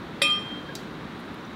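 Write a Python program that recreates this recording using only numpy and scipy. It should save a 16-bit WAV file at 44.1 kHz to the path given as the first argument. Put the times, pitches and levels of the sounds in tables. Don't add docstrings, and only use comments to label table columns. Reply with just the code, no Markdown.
import sys
import numpy as np
from scipy import signal
from scipy.fft import rfft, irfft
from scipy.io import wavfile

SR = 44100
rng = np.random.default_rng(int(sys.argv[2]) if len(sys.argv) > 2 else 0)


def amplitude_ratio(level_db):
    exponent = np.asarray(level_db, float) / 20
    return 10 ** exponent


def dump_mix(stems):
    frames = np.atleast_2d(stems).T
    limited = np.clip(frames, -1, 1)
    pcm = np.round(limited * 32767).astype(np.int16)
    wavfile.write(sys.argv[1], SR, pcm)


N = 68355

CLINK_S, CONTACT_S = .2173, .0003
HIGH_LAG_S, HIGH_FROM_HZ = .0026, 5200
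CRACK_DB, CRACK_T60_S = -18, .05
AFTERGLOW_DB, AFTERGLOW_T60_S = -34, .5
# frequency in Hz, level in dB, t60 in seconds.
BOWL_MODES = [(1210.9, -23.9, .48), (2619.2, -22, .34), (3255, -22, .06), (5445.5, -38, .5),
              (7376.2, -29, .12), (8279, -35, .2), (9690, -27, .08), (12812, -47, .12), (14698, -45, .1),
              (7762, -38, .08), (11015, -50, .1), (14000, -47, .07), (15250, -52, .05)]
# offset in Hz,
# share of the level (negative = opposed), t60 in seconds.
BOWL_TWINS = [(4, -.64, .64), (-11.3, -.45, .55), (-40, .03, .3), (6, .95, .5), (17, -.16, .6), (9, .3, .4),
              (-8, .12, .35), (-30, .3, .3), (29, -.1, .29), (5.2, -.1, .44), (6, .2, .3), (60, .5, .1),
              (90, .5, .1)]
# frequency in Hz, level in dB, t60 in seconds.
BOTTLE_MODES = [(559, -23, .14), (2030, -14, .02), (1825, -40, .15), (3441, -28, .17), (3500, -24, .06),
                (3820, -23, .1), (3655, -32, .1), (4772, -29, .12), (5032, -44, .2), (6080, -46, .1),
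                (7194, -35, .12), (9810, -36, .08), (10450, -48, .15), (13280, -46, .08)]
# frequency in Hz, level in dB, t60 in seconds, sign.
SPLIT_CLUSTERS = [
    [(3180.6, -19.4, .85, -1), (3185.4, -20.4, .68, 1), (3189.2, -32, 1.05, -1), (3232.5, -30.8, .28, 1),
     (3170.4, -33.9, .75, -1), (3200, -31, .75, -1)],
    [(2457.8, -16.1, .21, -1), (2448.6, -28.4, .6, 1), (2472.3, -28.4, .55, 1)],
]
# frequency in Hz, level in dB per Hz.
CRACK_COLOUR = [(400, -26), (1500, -8), (2200, -2), (2850, -16), (3500, 0), (5000, -12), (6500, -32),
                (8500, -24), (15500, -38)]
# frequency in Hz, level in dB per Hz.
AFTERGLOW_COLOUR = [(1300, -14), (2100, -2), (2900, -22), (3500, 0), (5000, -8), (6300, -30), (8000, -28),
                    (15500, -42)]

TICK_S, TICK_DB, TICK_T60_S = .7522, -30, .02
TICK_TAIL_DB, TICK_TAIL_T60_S = -47, .12
# frequency in Hz, level in dB per Hz.
TICK_COLOUR = [(1800, -26), (3000, -14), (4000, -5), (5000, -9), (7000, -10), (10700, -20), (14400, -21),
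               (16200, -24)]
# frequency in Hz, level in dB, t60 in seconds.
TICK_MODES = [(3990, -34, .05), (2200, -39, .02), (4538, -42, .16), (5001, -42, .08), (5663, -43, .1),
              (6697, -40, .03), (7251, -52, .1), (7612, -54, .15), (8215, -50, .05), (8839, -52, .06),
              (6115, -47, .15)]

# start in seconds, frequency in Hz, level in dB, t60 in seconds.
BUBBLES = [(.691, 1640, -34, .09), (.692, 540, -36, .07), (1.408, 5900, -53, .02), (1.449, 5850, -50, .04),
           (1.462, 12400, -63, .02), (1.462, 15600, -65, .03), (1.531, 6300, -55, .03),
           (1.342, 11500, -54, .012), (1.344, 10200, -57, .018), (1.201, 8800, -60, .02),
           (1.16, 9800, -61, .012)]
# start in seconds, level in dB, t60 in seconds.
FIZZ_PUFFS = [
    (1.192, -57, .012),
    (1.199, -61, .06),
    (1.342, -61, .04),
]
FIZZ_BAND_HZ = [8000, 15200]

ROOM_DB, ROOM_T60_S, ROOM_FROM_HZ = -10, .42, 3400

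RUMBLE_DB, WHOOSH_DB, HISS_DB = -38.5, -43, -65
# frequency in Hz, level in dB per Hz.
RUMBLE_COLOUR = [(20, -47), (50, -12), (120, -8.5), (162, -.5), (244, -3), (303, -2.5), (541, -12.5),
                 (800, -15.5)]
# frequency in Hz, level in dB per Hz.
WHOOSH_COLOUR = [(470, -38), (800, -5), (987, -2.5), (1150, -2.5), (1360, -3.5), (1460, -3.5), (2880, -14),
                 (3800, -11.5), (5500, -29.5), (7150, -49), (12100, -120)]
# frequency in Hz, level in dB per Hz.
HISS_COLOUR = [(3240, -40), (5500, -2), (6500, -4.5), (8780, -10), (15000, -14.5), (15800, -11),
               (15900, -45)]
# time in seconds, level in dB.
DRAUGHT = [(0, -0.76), (.4, -0.2), (.7, -0.46), (1.1, -0.43), (1.55, -1)]

CUTOFF_HZ = 16000


def rms_one(x):
    return x / np.sqrt(np.mean(x ** 2) + 1e-20)


def coloured(spectrum):
    hz, db = np.transpose(spectrum)
    bins_hz = np.maximum(np.arange(N // 2 + 1) * SR / N, 1)
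    gain = amplitude_ratio(np.interp(np.log(bins_hz), np.log(hz), db, left=-90, right=-90))
    return rms_one(irfft(gain * rfft(rng.standard_normal(N)), N))


def dying(start, t60):
    age = np.maximum(np.arange(N) / SR - start, 0)
    rise = 1 - np.exp(-age / CONTACT_S)
    return rise * amplitude_ratio(-60 * age / t60)


def ring(start, hz, db, t60, phase=0):
    age = np.arange(N) / SR - start
    return amplitude_ratio(db) * dying(start, t60) * np.sin(2 * np.pi * hz * age + phase)


def clink():
    out = coloured(CRACK_COLOUR) * amplitude_ratio(CRACK_DB) * dying(CLINK_S, CRACK_T60_S)
    out += coloured(AFTERGLOW_COLOUR) * amplitude_ratio(AFTERGLOW_DB) * dying(CLINK_S, AFTERGLOW_T60_S)

    bottle_twins = [(0, 0.035, 1)] * len(BOTTLE_MODES)
    modes = BOWL_MODES + BOTTLE_MODES
    twins = BOWL_TWINS + bottle_twins
    for (hz, db, t60), (beat_hz, share, twin_t60) in zip(modes, twins):
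        start = CLINK_S + HIGH_LAG_S * (hz > HIGH_FROM_HZ)
        phase = rng.uniform(0, 2 * np.pi)
        out += ring(start, hz, db, t60, phase)
        out += share * ring(start, hz + beat_hz, db, twin_t60, phase)

    for cluster in SPLIT_CLUSTERS:
        for hz, db, t60, sign in cluster:
            out += sign * ring(CLINK_S, hz, db, t60)
    return out


def tick():
    tap = amplitude_ratio(TICK_DB) * dying(TICK_S, TICK_T60_S)
    tail = amplitude_ratio(TICK_TAIL_DB) * dying(TICK_S, TICK_TAIL_T60_S)
    modes = sum(ring(TICK_S, *mode) for mode in TICK_MODES)
    return coloured(TICK_COLOUR) * (tap + tail) + modes


def wine():
    bubbles = sum(ring(*bubble) for bubble in BUBBLES)
    band = signal.butter(2, FIZZ_BAND_HZ, "band", fs=SR, output="sos")
    froth = rms_one(signal.sosfilt(band, rng.standard_normal(N)))
    puffs = sum(amplitude_ratio(db) * dying(start, t60) for start, db, t60 in FIZZ_PUFFS)
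    return bubbles + froth * puffs


def room(x):
    tail = rng.standard_normal(N) * dying(.004, ROOM_T60_S)
    tail /= np.sqrt(np.sum(tail ** 2))
    high_pass = signal.butter(4, ROOM_FROM_HZ, "high", fs=SR, output="sos")
    bright = signal.sosfilt(high_pass, x)
    return amplitude_ratio(ROOM_DB) * signal.fftconvolve(bright, tail)[:N]


def room_air():
    air = amplitude_ratio(RUMBLE_DB) * coloured(RUMBLE_COLOUR)
    air += amplitude_ratio(WHOOSH_DB) * coloured(WHOOSH_COLOUR)
    air += amplitude_ratio(HISS_DB) * coloured(HISS_COLOUR)
    times, db = np.transpose(DRAUGHT)
    return amplitude_ratio(np.interp(np.arange(N) / SR, times, db)) * air


def scene():
    glass = clink() + tick() + wine()
    return (glass + room(glass) + room_air())[None]


def roll_off(x):
    return signal.sosfilt(signal.butter(12, 16440, fs=SR, output="sos"), x)


def record(dry):
    low_pass = signal.cheby2(10, 50, CUTOFF_HZ + 800, fs=SR, output="sos")
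    mix = signal.sosfilt(low_pass, dry)
    return roll_off(mix)


dry = scene()
out = record(dry)
dump_mix(out)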